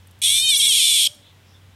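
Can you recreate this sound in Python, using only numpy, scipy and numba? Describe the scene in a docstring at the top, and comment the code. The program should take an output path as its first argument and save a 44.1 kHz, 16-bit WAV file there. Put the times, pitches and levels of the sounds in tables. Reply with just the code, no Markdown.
"""In a garden shrub, a cicada gives one harsh distress screech. Its two tymbals click some 550 times a
second, surging and sagging, and each pulse train drives the hollow abdomen into resonance. In step they
give a clearer squeal; drifting apart, they rasp. Leaves and a house wall scatter the sound, over quiet
air, a low engine drone, leaf ticks and faint far hums and chirps."""
import sys
import numpy as np
from scipy import signal
from scipy.fft import rfft, irfft, next_fast_len
from scipy.io import wavfile
from scipy.ndimage import uniform_filter1d, map_coordinates
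from numba import njit

SR = 44100
rng = np.random.default_rng(int(sys.argv[2]) if len(sys.argv) > 2 else 0)


def store_pcm(level_fs):
    """Save levels as 16-bit WAV."""
    pcm = np.round(np.clip(level_fs, -1, 1) * 32767).astype(np.int16)
    wavfile.write(sys.argv[1], SR, np.atleast_2d(pcm).T)


N = 77175
TIME = np.arange(N) / SR

# spectrum of the air (f/Hz, relative level/dB)
AIR_SPECTRUM = [(25, -37), (61, -11.5), (102, -7), (373, -21), (1370, -25), (3520, -25), (4370, -31.5),
                (16000, -41)]
# level of the low drone, ducking under the screech and recovering afterwards (t/s, relative level/dB)
DRONE_LEVEL = [(0, 3.5), (.35, 6.5), (1.0, -6), (1.55, 4.5)]
# leaf ticks (t/s, level/dB)
LEAF_TICKS = [(.072, -46), (0.111, -49.5), (.19, -52), (1.147, -49)]
# click rate of the leading tymbal: quick surges, slow sags (t/s, f/Hz)
LEAD_RATE = [(.217, 470), (.29, 485), (.34, 540), (.376, 529), (.386, 612), (.41, 597), (.446, 627),
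             (.481, 604), (.486, 627), (.503, 613), (.559, 534), (.566, 588), (.585, 570), (.612, 526),
             (.62, 578), (.662, 533), (.669, 578), (.715, 524), (.757, 432), (.768, 560), (.808, 494),
             (.825, 560), (.863, 494), (.875, 570), (.925, 475), (.94, 575), (1.075, 350)]
# click rate of the second tymbal while it runs free (t/s, f/Hz)
SECOND_RATE = [(.217, 480), (.35, 595), (.66, 600), (.755, 465), (.768, 575), (.807, 500), (.815, 595),
               (.862, 582), (.88, 608), (.92, 556), (.94, 603), (.981, 548), (1.03, 448), (1.075, 340)]
# how far the tymbals run apart (t/s, looseness: 0 in step, 1 and above free)
LOOSENESS = [(.22, 2.2), (.32, 1.8), (.38, .8), (.405, .1), (.44, 0), (.605, .03), (.635, .55), (.66, .55),
             (.672, .03), (.7, .08), (.725, 1.2), (.8, .6), (.83, .95)]
# lag of the after-click behind each click (t/s, delay/s)
AFTER_CLICK_LAG = [(.402, .0005), (.415, .00023), (.47, .0003), (.514, .00022), (.521, .0005),
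                   (.54, .00052), (.55, .00022), (.592, .00014), (.63, .00056), (.66, .00052),
                   (.678, .00006), (.72, .00042)]
# steady ringing peaks, from the body and nearby reflections (f/Hz, width/Hz, relative level/dB)
RINGING_PEAKS = [(2361, 86, -15.5), (3276, 202, -8), (3430, 270, -8), (3890, 200, -8.5), (4305, 90, -11),
                 (4910, 183, -19.5), (5460, 107, -10), (5893, 255, -12.5), (6650, 60, -10),
                 (7890, 950, -13), (8680, 460, -8), (9660, 520, -34.5), (10960, 574, -9.5)]
# envelopes of the screech's low, middle and treble bands (t/s, relative level/dB)
LOW_ENVELOPE = [(.24, -35.5), (.38, -30), (.42, -34.5), (.535, -27), (.555, -36), (.605, -34.5),
                (.63, -32.5), (.677, -31), (.695, -35.5), (.8, -30.5), (.89, -32), (.97, -31.5),
                (1.06, -37)]
MIDDLE_ENVELOPE = [(.22, -24), (.242, -15), (.39, -16), (.41, -18.5), (.44, -16), (.475, -15.5),
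                   (.505, -11.5), (.518, -17), (.535, -12.5), (.572, -14.5), (.586, -25), (.602, -13.5),
                   (.72, -14.5), (1.07, -14.5)]
TREBLE_ENVELOPE = [(.22, -24), (.25, -17.5), (.38, -19), (.42, -22.5), (.455, -26), (.482, -26.5),
                   (.492, -17), (.53, -21.5), (.6, -18), (1.03, -18.5), (1.072, -24)]
# far hums (t/s, duration/s, f/Hz, level/dB)
FAR_HUMS = [(0.385, .5, 205.5, -57), (0.393, 0.5, 411, -58), (0.908, 0.36, 577, -60)]
# far chirps (t/s, duration/s, f/Hz, width/Hz, level/dB)
FAR_CHIRPS = [(1.2, .14, 3530, 756, -54.5), (1.535, .05, 3500, 200, -56), (1.43, .16, 5400, 1200, -64)]

START_S, STOP_S = .217, 1.073  # span of the screech


def undb(db):
    """Amplitude ratio of a level in decibels."""
    return 10 ** (np.asarray(db) / 20)


def curve(rows):
    """Linear interpolation of a table in time."""
    times, values = np.array(rows, float).T
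    return np.interp(TIME, times, values)


def unit(x):
    """Normalisation to rms 1."""
    return x / np.sqrt(np.mean(x ** 2))


def even(x):
    """Division by the running rms holds the level near 1, except in quiet stretches."""
    power = uniform_filter1d(x ** 2, size=700)
    return x / np.sqrt(np.maximum(power, np.mean(x ** 2) / 20))


def colour(x, gain):
    """Minimum-phase filter: folding the cepstrum makes the response gain(f) causal."""
    size = next_fast_len(N) * 2
    f = np.maximum(np.fft.rfftfreq(size, 1 / SR), 1)
    cepstrum = irfft(np.log(gain(f) + 1e-9))
    cepstrum[1:size // 2] *= 2
    cepstrum[size // 2 + 1:] = 0
    return irfft(rfft(x, size) * np.exp(rfft(cepstrum)))[:N]


def below(x, hz):
    """Steep zero-phase low-pass."""
    return signal.sosfiltfilt(signal.butter(N=10, Wn=hz, fs=SR, output="sos"), x)


@njit
def resonate(x, hz, width_hz):
    """Second-order resonator with gain 1 at its centre, which may be steady or moving."""
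    centre = hz * np.ones(len(x))
    y, band_state, low_state = np.empty(len(x)), 0., 0.
    for i in range(len(x)):
        step, damping = np.tan(np.pi * centre[i] / SR), width_hz / centre[i]
        band = (band_state + step * (x[i] - low_state)) / (1 + step * (step + damping))
        band_state = 2 * band - band_state
        low_state += 2 * step * band
        y[i] = damping * band
    return y


def build_up(x, hz, width_hz):
    """All-pass group delay: a ring takes a cycle or two to build, so it follows the snap."""
    return x - 2 * resonate(x, hz, width_hz)


def noise_band(hz, width_hz):
    """White noise filtered by one steep resonance, rms 1."""
    return unit(colour(rng.standard_normal(N), lambda f: 1 / (1 + ((f - hz) / width_hz * 2) ** 2)))


def wander(rate_hz):
    """Slow random fluctuation, rms 1."""
    hold = int(SR / rate_hz)
    steps = np.repeat(rng.standard_normal(N // hold + 1), hold)
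    return unit(uniform_filter1d(steps, hold)[:N])


def swell(start, length):
    """Half-sine envelope."""
    return np.sin(np.pi * np.clip((TIME - start) / length, 0, 1))


def wavering_tone(hz, depth=.02):
    """Sinusoid under random frequency modulation, rms 1."""
    cycles = np.cumsum(hz * (1 + depth * wander(31))) / SR
    return np.sqrt(2) * np.sin(2 * np.pi * cycles)


def air(level_db=-54.5):
    """Broadband ambient noise, its spectral density greatest in the bass."""
    hz, db = np.array(AIR_SPECTRUM).T
    spectrum = lambda f: undb(np.interp(np.log(f), np.log(hz), db))
    return undb(level_db) * unit(colour(rng.standard_normal(N), spectrum))


def engine_drone(hz=93.4, base_db=-55.5):
    """A far engine gives one low, nearly periodic tone; the level heard dips during the screech."""
    return wavering_tone(hz) * undb(base_db + curve(DRONE_LEVEL) + .8 * wander(30))


def leaf_ticks(decay_s=.0035):
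    """Dry transients in the foliage: treble noise with a sudden onset and exponential decay."""
    envelope = sum(undb(db) * (TIME > t) * np.exp(-np.abs(TIME - t) / decay_s) for t, db in LEAF_TICKS)
    return noise_band(10500, width_hz=5500) * envelope


def tymbal(hz, looseness, rasp_s=.0016):
    """A pulse train, one click and a brief rasp a cycle; looseness weakens its periodicity."""
    chance = rng.standard_normal((1024, 2))
    active = (TIME > START_S) & (TIME < STOP_S)
    cycles = np.cumsum(hz * (1 + .009 * looseness * wander(200)) * active) / SR
    onsets = np.interp(np.arange(int(cycles[-1]) + 1), cycles[active], TIME[active])
    loose = np.interp(onsets, TIME, looseness)
    jitter_s = (3e-6 + 9e-6 * loose) * chance[:len(onsets), 0]
    strength = undb((.3 + 1.1 * loose) * chance[:len(onsets), 1])
    # a windowed sinc places each click between samples
    position = (onsets + jitter_s)[:, None] * SR
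    taps = position.astype(int) + np.arange(-7, 9)
    offset, clicks = taps - position, np.zeros(N)
    np.add.at(clicks, taps, strength[:, None] * np.sinc(offset) * np.sinc(offset / 8))
    fade = np.exp(-1 / (rasp_s * SR))
    rasp_power = signal.lfilter([1 - fade], [1, -fade], clicks ** 2)
    rasp = np.sqrt(rasp_power) * rng.standard_normal(N)
    return clicks + rasp * (undb(-26) + undb(-10.5) * looseness)


def tymbal_pair(after_share=.55):
    """Superposition of two pulse trains, one when in step; an after-click comb-filters the tone hollow."""
    apart = curve(LOOSENESS)
    second = undb(.5) * apart * tymbal(curve(SECOND_RATE), .5 * apart)
    for rib_hz in (3000, 4800, 6400, 8000, 9400):  # its ribs smear each click
        second = build_up(second, rib_hz, width_hz=900)
    lead = tymbal(curve(LEAD_RATE), apart)
    clicks = (lead + second) / np.hypot(1, apart)
    after_clicks = map_coordinates(clicks, [np.arange(N) - curve(AFTER_CLICK_LAG) * SR])
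    return clicks + after_share / (1 + apart ** 2) * after_clicks


def peak_response(f, low_hz=2150, high_hz=17700):
    """Colouration by the body and nearby reflections: steady peaks add in power between steep edges."""
    power = sum(undb(db) ** 2 / (1 + ((f - hz) / width) ** 2) ** 1.58 for hz, width, db in RINGING_PEAKS)
    edge_loss = (1 + (low_hz / f) ** 24) * (1 + (f / high_hz) ** 10)
    return np.sqrt(power / edge_loss) + undb(-50)


def ringing(clicks, ring_hz=3427, snap_hz=8840, flare_hz=12800, rest_rate_hz=540):
    """Forced vibration: clicks excite steady peaks and the abdomen's main ring, which sinks as they slow."""
    rung = build_up(colour(clicks, peak_response), 3600, width_hz=1800)
    second_weight = curve(LOOSENESS) ** 2
    mean_rate = (curve(LEAD_RATE) + second_weight * curve(SECOND_RATE)) / (1 + second_weight)
    ring = undb(6) * resonate(rung, ring_hz * (mean_rate / rest_rate_hz) ** .15, width_hz=280)
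    snap = undb(2) * resonate(rung, snap_hz * (1 + .036 * wander(90)), width_hz=1900)
    # a high sizzle flares just before the stop
    flare = undb(11) * swell(start=.99, length=.14) * resonate(rung, flare_hz, width_hz=900)
    return rung + ring + snap + flare


def cicada(attack_s=.00067, release_s=.0035):
    """Source and filter: tymbals drive the ringing, and three bands follow their own envelopes."""
    voice = ringing(tymbal_pair())
    under_middle, under_treble = below(voice, hz=2750), below(voice, hz=6440)
    low = undb(curve(LOW_ENVELOPE)) * even(under_middle)
    middle = undb(curve(MIDDLE_ENVELOPE) - 3) * even(under_treble - under_middle)
    treble = undb(curve(TREBLE_ENVELOPE) - 2) * even(voice - under_treble)
    attack = np.clip((TIME - START_S) / attack_s, 0, 1)
    release = np.exp(-np.maximum(TIME - STOP_S, 0) / release_s)
    return attack * release * (low + middle + treble)


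def scatter(x, t60_s):
    """Diffuse reflection: convolution with exponentially decaying noise of unit energy."""
    tail = rng.standard_normal(N) * np.exp(-np.log(1000) * TIME / t60_s) * (TIME > .002)
    return signal.fftconvolve(x, tail / np.sqrt(np.sum(tail ** 2)))[:N]


def reflections(call):
    """Reverberation: brief from the leaves, longer and brighter from the house wall and yard."""
    leaves = undb(-14.5) * scatter(call, t60_s=.022)
    brightened = call + resonate(call, 6500, width_hz=2200)
    yard = undb(-24) * scatter(brightened, t60_s=.38)
    return leaves + yard


def far_hums():
    """Faint wavering tones, each under a half-sine envelope."""
    return sum(undb(db) * swell(t, length) * wavering_tone(hz) for t, length, hz, db in FAR_HUMS)


def far_chirps():
    """Faint band-limited noises, each under a half-sine envelope."""
    return sum(undb(db) * swell(t, length) * noise_band(hz, width)
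               for t, length, hz, width, db in FAR_CHIRPS)


def scene():
    """Superposition of the cicada, its reflections and the garden, alike in both ears."""
    call = cicada()
    mix = call + reflections(call) + air() + engine_drone() + far_hums() + far_chirps() + leaf_ticks()
    return np.tile(mix, (2, 1))


def record(dry, cutoff_hz=15800):
    """Band limiting: a steep elliptic low-pass removes the highest treble."""
    return signal.sosfilt(signal.ellip(10, .2, 80, cutoff_hz, fs=SR, output="sos"), dry)


dry = scene()
out = record(dry)
store_pcm(out)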